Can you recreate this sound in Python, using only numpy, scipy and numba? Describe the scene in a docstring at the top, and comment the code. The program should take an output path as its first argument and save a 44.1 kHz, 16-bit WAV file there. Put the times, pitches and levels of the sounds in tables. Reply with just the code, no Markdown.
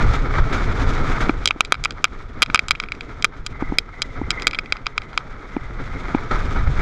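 """Roaring, rattling wheels and gusts of wind open a ride on a wooden roller coaster.
It is heard from a camera in a hard plastic case on a rider. As the roar drops, the shaking makes the
case clack against its mount; softer blows thump, and the loudest clacks overload the camera's sound.
The wheels sing faintly as they rub the side rail in the curves. Roar and wind swell again at the end."""
import sys
import numpy as np
from scipy import signal
from scipy.fft import rfft, irfft
from scipy.io import wavfile
from scipy.ndimage import uniform_filter1d
from numba import njit

SR = 44100
rng = np.random.default_rng(int(sys.argv[2]) if len(sys.argv) > 2 else 0)


def waveform_to_disk(signal):
    """Save audio, clipped to [-1, 1], as 16-bit WAV at the path in sys.argv[1]."""
    frames = np.transpose(np.atleast_2d(signal))
    scaled = np.clip(frames, -1, 1) * 32767
    samples = np.round(scaled).astype(np.int16)
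    wavfile.write(sys.argv[1], SR, samples)


N = 300321
TIME = np.arange(N) / SR

# how loud the wheel roar sounds, including dips where the camera turns down after loud clacks;
# rumble, hiss and wind follow it: t/s, level/dB
ROAR_LEVELS = [(0, -28), (0.28, -32.5), (0.55, -30), (1.28, -27.5), (1.32, -35.5), (1.42, -37.5),
               (1.53, -46.5), (2.28, -46.5), (2.38, -41), (2.9, -46.5), (3.2, -43.5), (3.3, -49.5),
               (3.74, -40), (3.83, -48), (4.42, -38), (4.58, -46), (5.45, -45), (5.8, -38.5), (6.22, -37),
               (6.35, -32.5), (6.81, -33.5)]
# tone of the wheel roar, car rumble, hiss and wind, heard through the case: f/Hz, relative level/dB
ROAR_TONE = [(100, -39.5), (300, -23), (620, -9), (890, -6.5), (1090, -7.5), (1280, 1.5), (1480, -4.5),
             (1750, -10), (2030, -10), (2250, -7.5), (2680, -31), (3300, -23), (6000, -36), (12000, -89.5)]
RUMBLE_TONE = [(20, -37), (55, -17), (90, -3), (130, -0.5), (205, -2.5), (262, -0.5), (330, -4.5),
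               (420, -2.5), (600, -12), (1000, -21.5), (2000, -65), (8000, -100)]
HISS_TONE = [(500, -49), (1500, 1.5), (2400, 5), (2850, -3.5), (3620, 1.5), (4400, -6.5), (5200, -7),
             (6800, -9.5), (8200, -19), (10000, -28.5), (11200, -24.5), (13000, -31), (16000, -51)]
WIND_TONE = [(3, -35.5), (8, -3.5), (18, 1.5), (30, 0), (52, -8), (90, -11.5), (140, -15), (220, -39),
             (500, -76.5), (3000, -120)]
# the car slams over rough track: t/s, level/dB, fade time/s, hiss compared with roar/dB
TRACK_JOLTS = [(0.134, -20.5, 0.021, -8.5), (0.351, -23, 0.029, -24), (0.382, -15, 0.011, -20),
               (0.525, -22, 0.055, -7), (0.795, -25, 0.027, -9), (0.975, -28, 0.043, -13),
               (1.205, -24.5, .025, -3), (1.79, -45.5, 0.061, -14), (2.12, -40, 0.043, -18),
               (3.09, -39, 0.049, -14), (6.081, -31.5, 0.053, -23), (6.31, -16.5, 0.013, -16),
               (6.558, -23.5, 0.036, -26), (6.791, -26, 0.047, -14)]
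# the case hits its mount: t/s, level/dB, bass boost/dB, treble boost/dB, favoured f/Hz, time in air/s
CASE_CLACKS = [(1.4567, -8.5, -0.5, 14, 5400, 0.00026), (1.475, -9.5, -16, 10, 3550, 0),
               (1.486, -23, -22, 7.5, 3700, 0.0023), (1.508, -10.5, -5.5, -12, 1320, 0.00048),
               (1.6066, 1.5, 5, 0, 2660, 0), (1.649, -25, -6, 11.5, 4020, .007),
               (1.7222, 2.5, 5, -0.5, 3940, 0.0028), (1.7424, -16.5, 6, -1, 3920, .009),
               (1.839, -19, -1, 13, 2010, 0), (1.8488, -16, -2, 11, 1960, 0.0012),
               (1.8558, -11.5, 1.5, -10, 2700, 0), (1.9073, -24.5, 0, 7, 1480, 0.014),
               (2.0423, 0.5, 3.5, -3.5, 2680, .009), (2.4207, -2.5, -3, 2, 1290, .04),
               (2.4272, 1.5, -9, 0.5, 1290, .005), (2.5, -20.5, 6, -17, 3697, 0.00039),
               (2.5454, 3, 4, -1, 2702, 0.0032), (2.5573, -0.5, 0, -7, 2697, .018),
               (2.5921, -2.5, -5.5, -2, 2230, 0.0003), (2.6837, -20.5, 3, 15, 2700, .007),
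               (2.7084, -4.5, -5, 1, 1304, .0065), (2.755, -29, -14, -17, 3320, 0.00023),
               (2.8, -17, -6, -1.5, 1300, .027), (2.837, -23.5, 3, -5, 2363, .023),
               (2.92, -18.5, 0, 2, 2348, .03), (3.0083, -24.5, -9, -3, 1500, 0.00058),
               (3.224, -21.5, -6.5, 12, 5335, 0.0011), (3.2446, 0, 5.5, 6, 2350, .005),
               (3.4638, -20.5, 2, 16.5, 2800, 0.0033), (3.785, -4, -6.5, 6.5, 4900, 0),
               (4.0193, -13.5, -3.5, 12.5, 5360, .005), (4.3053, -11, -3.5, 9, 5430, .0075),
               (4.3977, -31.5, -10, 3, 2005, 0.0021), (4.421, -23, 1, 10, 5410, .009),
               (4.4697, -3.5, 2.5, 9, 2346, .008), (4.5103, -26.5, -13, 6, 2350, 0.00098),
               (4.532, -24, -2, -8, 4900, 0.0021), (4.5466, -21.5, -9, -9, 3300, .005),
               (4.5879, -14.5, -3, -4.5, 4867, 0.0032), (4.6587, -33, -1, -1, 2350, 0.00075),
               (4.7231, -10, -1.5, -3, 4887, .045), (4.859, -27.5, -7, -6, 2350, 0),
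               (4.8667, -14.5, -2, -1, 4912, 0.0026), (4.9787, -12.5, 1, 3, 2334, .04),
               (5.131, -37, 6, 1, 4900, 0.00025), (5.176, -10.5, -4.5, 0, 1299, 0)]
# spells in which the loose case chatters lightly: start t/s, end t/s
CHATTER_SPELLS = [(1.735, 1.762), (2.716, 3), (4.53, 4.555)]
# the notes at which the plastic case rings: f/Hz, level/dB, time to fade by 60 dB/s
CASE_NOTES = [(790, -10.5, 0.0053), (1290, 4, 0.0097), (1510, 5, 0.0037), (1950, -10, 0.011),
              (2343, 5, 0.011), (2623, 5, 0.0032), (3242, -3.5, 0.013), (3680, -11.5, .015),
              (3966, -9, 0.017), (4885, -4, 0.01), (5226, -8, 0.0055), (5690, -15.5, 0.0097),
              (7240, -8.5, 0.0036), (9900, -29, 0.0073), (11030, -25.5, 0.0021)]
# how much of a knock's treble boost reaches each pitch: f/Hz, factor
TREBLE_SHARE = [(2500, 0.17), (3400, 0.74), (5000, 0.87), (10000, 1.77)]
# dull blows through the mount: t/s, level/dB, f/Hz, case ring compared with bounce/dB
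MOUNT_THUMPS = [(0.3870, -9, 400, -15), (1.2940, 0.5, 293, -3.5), (1.56, -19.5, 312, -26),
                (2.4978, -17, 263.3, -25), (3.6232, -6, 280, -20), (3.7218, -7.5, 278.6, -30),
                (4.2148, -8, 281, -28), (5.5657, -5.5, 282, -14), (6.1474, 1, 274, -14.5)]
# gusts on the case: t/s, rise/dB, half length/s
WIND_GUSTS = [(0.12, 6, 0.15), (0.409, 10, 0.041), (1.4, 3, 0.036), (1.802, 12.5, 0.037),
              (2.245, 6.5, 0.11), (3.416, 4, 0.059), (3.72, 5.5, 0.067), (4.194, 4.5, 0.093),
              (4.626, 2.5, 0.07), (6.676, 6.5, 0.19)]
# the wheel rims press on the side rail in curves: strongest moment t/s, level/dB
RAIL_RUBS = [(3.12, -53), (3.64, -42), (3.98, -46.5), (4.2, -47), (4.4, -38), (4.7, -46), (5.05, -48.5),
             (5.57, -45.5), (5.78, -51), (5.98, -42.5)]

# how a layer follows the roar: level/dB at the usual roar level, dB gained per dB of roar
RUMBLE_LAW, HISS_LAW, WIND_LAW = (-39.5, 0.9), (-52, 0.97), (-29, 1.07)
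USUAL_ROAR_DB = -39.5


def wheels(boost_db=1, shake_db=1.0, flicker_db=2.5, rattle_db=-3):
    """Steel wheels make rolling noise and tiny impacts, all shaken together by the uneven timber."""
    shake = shake_db * wobble(22)
    out = np.zeros(N)
    for tone, law in ((ROAR_TONE, None), (RUMBLE_TONE, RUMBLE_LAW), (HISS_TONE, HISS_LAW)):
        contact = rng.standard_normal(N) + undb(rattle_db) * rattle(per_s=1500, spread_db=3.0)
        level_db = roar_db(law) + boost_db + shake + flicker_db * wobble(60)
        out += colour(contact, tone) * undb(level_db)
    return out


def rattle(per_s, spread_db):
    """Many small impacts of uneven size come at random moments."""
    hits = (rng.random(N) < per_s / SR) * rng.standard_normal(N)
    extra_db = spread_db * np.minimum(rng.exponential(size=N), 4)
    return unit(hits * undb(extra_db))


def jolts(rise_s=0.0014, rumble_db=-2):
    """The roar surges briefly where the car hits the track harder."""
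    roar, rumble, hiss = (colour(rng.standard_normal(N), tone)
                          for tone in (ROAR_TONE, RUMBLE_TONE, HISS_TONE))
    out = np.zeros(N)
    for s, db, decay_s, hiss_db in TRACK_JOLTS:
        age = np.maximum(TIME - s, 0)
        force = undb(db) * (1 - np.exp(-age / rise_s)) * np.exp(-age / decay_s)
        out += force * (roar + undb(rumble_db) * rumble + undb(hiss_db) * hiss)
    return out


def clacks(spot_db=4.5, spot_octaves=0.18, scatter_db=1.5, detune=0.009, crack_db=-11, crack_s=0.0015,
           tail_db=-30, tail_s=0.0071, contact_s=0.000024, softening=0.11, echo_s=0.004, echo_db=-17):
    """Each knock rings the case; where and how hard it lands decides which notes stand out."""
    out, t = np.zeros(N), TIME[:3000]
    hz, note_db, fade_s = np.transpose(CASE_NOTES)
    fade = np.exp(-np.log(1000) * np.outer(1 / fade_s, t))
    signs = (-1) ** np.arange(len(hz))
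    f = np.fft.rfftfreq(len(t), 1 / SR)
    bass_share = np.interp(f, [1500, 2100], [1, 0])
    treble_share = np.interp(f, *np.transpose(TREBLE_SHARE))
    scrape_band = signal.butter(3, [1100, 5200], "band", fs=SR, output="sos")
    for s, level_db, bass_db, treble_db, spot_hz in knocks():
        # the struck spot brings out the notes near one pitch
        spot = np.exp(-(np.log2(np.maximum(f, 1) / spot_hz) / spot_octaves) ** 2)
        tone_db = bass_db * bass_share + treble_db * treble_share + spot_db * spot
        level_error, pitch_error = rng.standard_normal((2, len(hz)))
        strengths = signs * undb(note_db + np.interp(hz, f, tone_db) + scatter_db * level_error)
        notes = np.sin(2 * np.pi * np.outer(hz * (1 + detune * pitch_error), t)) * fade
        ring = strengths @ notes
        ring /= np.sqrt(np.mean(ring[t < .004] ** 2))  # the first 4 ms set the level
        # the surfaces scrape for an instant and the mount buzzes briefly
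        noise = signal.sosfilt(scrape_band, rng.standard_normal(len(t)))
        scrape = unit(irfft(rfft(noise) * undb(tone_db)))
        ring += scrape * (undb(crack_db) * np.exp(-t / crack_s) + undb(tail_db) * np.exp(-t / tail_s))
        # a lighter knock stays in contact longer, so it sounds duller
        push_s = contact_s * undb(level_db) ** -softening
        push = np.exp(-((TIME[:16] - TIME[8]) / push_s) ** 2)
        knock = undb(level_db) * np.convolve(ring, push / push.sum())
        add(out, s, knock)
        add(out, s + echo_s, undb(echo_db) * knock)  # echo off the front panel of the car
    return out


def knocks(rebound_db=-10.5, usual_air_s=0.0077, db_per_doubling=-4.5, per_spell=2):
    """The case hits, rebounds and chatters; gives t/s, level/dB, bass/dB, treble/dB, favoured f/Hz."""
    for s, db, *tone, air_s in CASE_CLACKS:
        yield s, db, *tone
        if air_s > .003:  # a long enough hop lands again; the longer the hop, the weaker the landing
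            change_db = rebound_db + db_per_doubling * np.log2(air_s / usual_air_s)
            yield s + air_s, db + min(change_db, 0), *tone
    for start, end in CHATTER_SPELLS:
        for k in range(per_spell):
            s = start + (end - start) * (k + rng.random()) / per_spell
            yield s, rng.normal(-26.5, 2.5), 2, -5, 2350


def thumps(boost_db=3, decay_s=0.0031, push_s=0.0014, wall_hz=850, wall_db=-2, wall_s=0.0013,
           soft_hz=2400):
    """A soft blow bounces the camera on its mount and wakes only the low notes of the case."""
    out, t = np.zeros(N), TIME[:2500]
    case = np.zeros(len(t))
    for hz, db, fade_s in CASE_NOTES:
        strength = undb(db) / (1 + (hz / soft_hz) ** 6)
        case += strength * np.sin(2 * np.pi * hz * t) * np.exp(-np.log(1000) * t / fade_s)
    wall = np.sin(2 * np.pi * wall_hz * t) * np.exp(-t / wall_s)
    push = 1 - np.exp(-t / push_s)
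    for s, level_db, hz, case_db in MOUNT_THUMPS:
        bounce = np.sin(2 * np.pi * hz * t) * np.exp(-t / decay_s)
        blow = bounce + undb(wall_db) * wall + undb(case_db) * case
        add(out, s, -undb(level_db + boost_db) * push * blow)
    return out


def wind(flutter_db=2):
    """Swirling air pushes on the case in slow, deep buffets that grow with the roar and in gusts."""
    swirls = colour(rng.standard_normal(N), WIND_TONE)
    pressure = swirls / np.sqrt(uniform_filter1d(swirls ** 2, size=8000))  # even out the level
    gust_db = sum(db * swell(s, half_s) for s, db, half_s in WIND_GUSTS)
    return pressure * undb(roar_db(WIND_LAW) + gust_db + flutter_db * wobble(25))


def wheel_song(ring_hz=2060, width_hz=170, slip_db=2.5):
    """A wheel rings faintly as its rim slips unevenly along the side rail; each rub swells and fades."""
    f = np.fft.rfftfreq(N, 1 / SR)
    peak = 1 / (1 + ((f - ring_hz) / width_hz) ** 2) ** 2
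    ring = unit(irfft(rfft(rng.standard_normal(N)) * peak, N))
    pressure = sum(undb(db) * swell(s, half_s=0.11) for s, db in RAIL_RUBS)
    return ring * pressure * undb(slip_db * wobble(90))


def roar_db(law=None):
    """The roar level at every sample, or the level of a layer that follows it."""
    level_db = np.interp(TIME, *np.transpose(ROAR_LEVELS))
    return level_db if law is None else law[0] + law[1] * (level_db - USUAL_ROAR_DB)


def undb(db):
    """Turn decibels into a factor to multiply by."""
    return 10 ** (np.asarray(db) / 20)


def unit(x):
    """Scale a signal to an average power of 1."""
    return x / np.sqrt(np.mean(x ** 2))


def colour(x, tone):
    """Shape a signal's tone by (f/Hz, level/dB) points; its power comes out as 1."""
    hz, db = np.transpose(tone)
    f = np.maximum(np.fft.rfftfreq(N, 1 / SR), 1)
    gain = undb(np.interp(np.log(f), np.log(hz), db))
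    return unit(irfft(rfft(x) * gain, N))


def wobble(per_s):
    """Glide to a new random value per_s times a second; the typical size is 1."""
    hold = max(int(SR / per_s), 2)
    steps = np.repeat(rng.standard_normal(N // hold + 1), hold)
    return unit(uniform_filter1d(steps, hold)[:N])


def swell(s, half_s):
    """A smooth rise and fall around time s, 1 at the top."""
    return np.exp(-((TIME - s) / half_s) ** 2)


def add(out, s, sound):
    """Mix a sound in at time s."""
    i = max(int(s * SR), 0)
    out[i:i + len(sound)] += sound[:N - i]


@njit
def follow(x, attack, release):
    """Track a signal's level, rising at the attack rate and falling at the release rate."""
    levels, level = np.empty(len(x)), 0.
    for i in range(len(x)):
        size = abs(x[i])
        level += (size - level) * (attack if size > level else release)
        levels[i] = level
    return levels


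def scene():
    """The train, the knocking case and the wind meet at one microphone."""
    return (wheels() + jolts() + clacks() + thumps() + wind() + wheel_song())[None]


def record(dry, attack_s=0.0014, release_s=0.054, threshold_db=-6.5, ceiling=0.9,
           rolloff_hz=10200, top_hz=16200):
    """The camera turns down after hard clacks, too late to stop them distorting, and dulls the treble."""
    level = follow(dry[0], 1 / (attack_s * SR), 1 / (release_s * SR))
    held = dry / np.maximum(level / undb(threshold_db), 1)
    squashed = held / (1 + (held / ceiling) ** 6) ** (1 / 6)
    dulled = signal.sosfilt(signal.butter(2, rolloff_hz, fs=SR, output="sos"), squashed)
    return signal.sosfilt(signal.ellip(10, .2, 90, top_hz, fs=SR, output="sos"), dulled)


dry = scene()
out = record(dry)
waveform_to_disk(out)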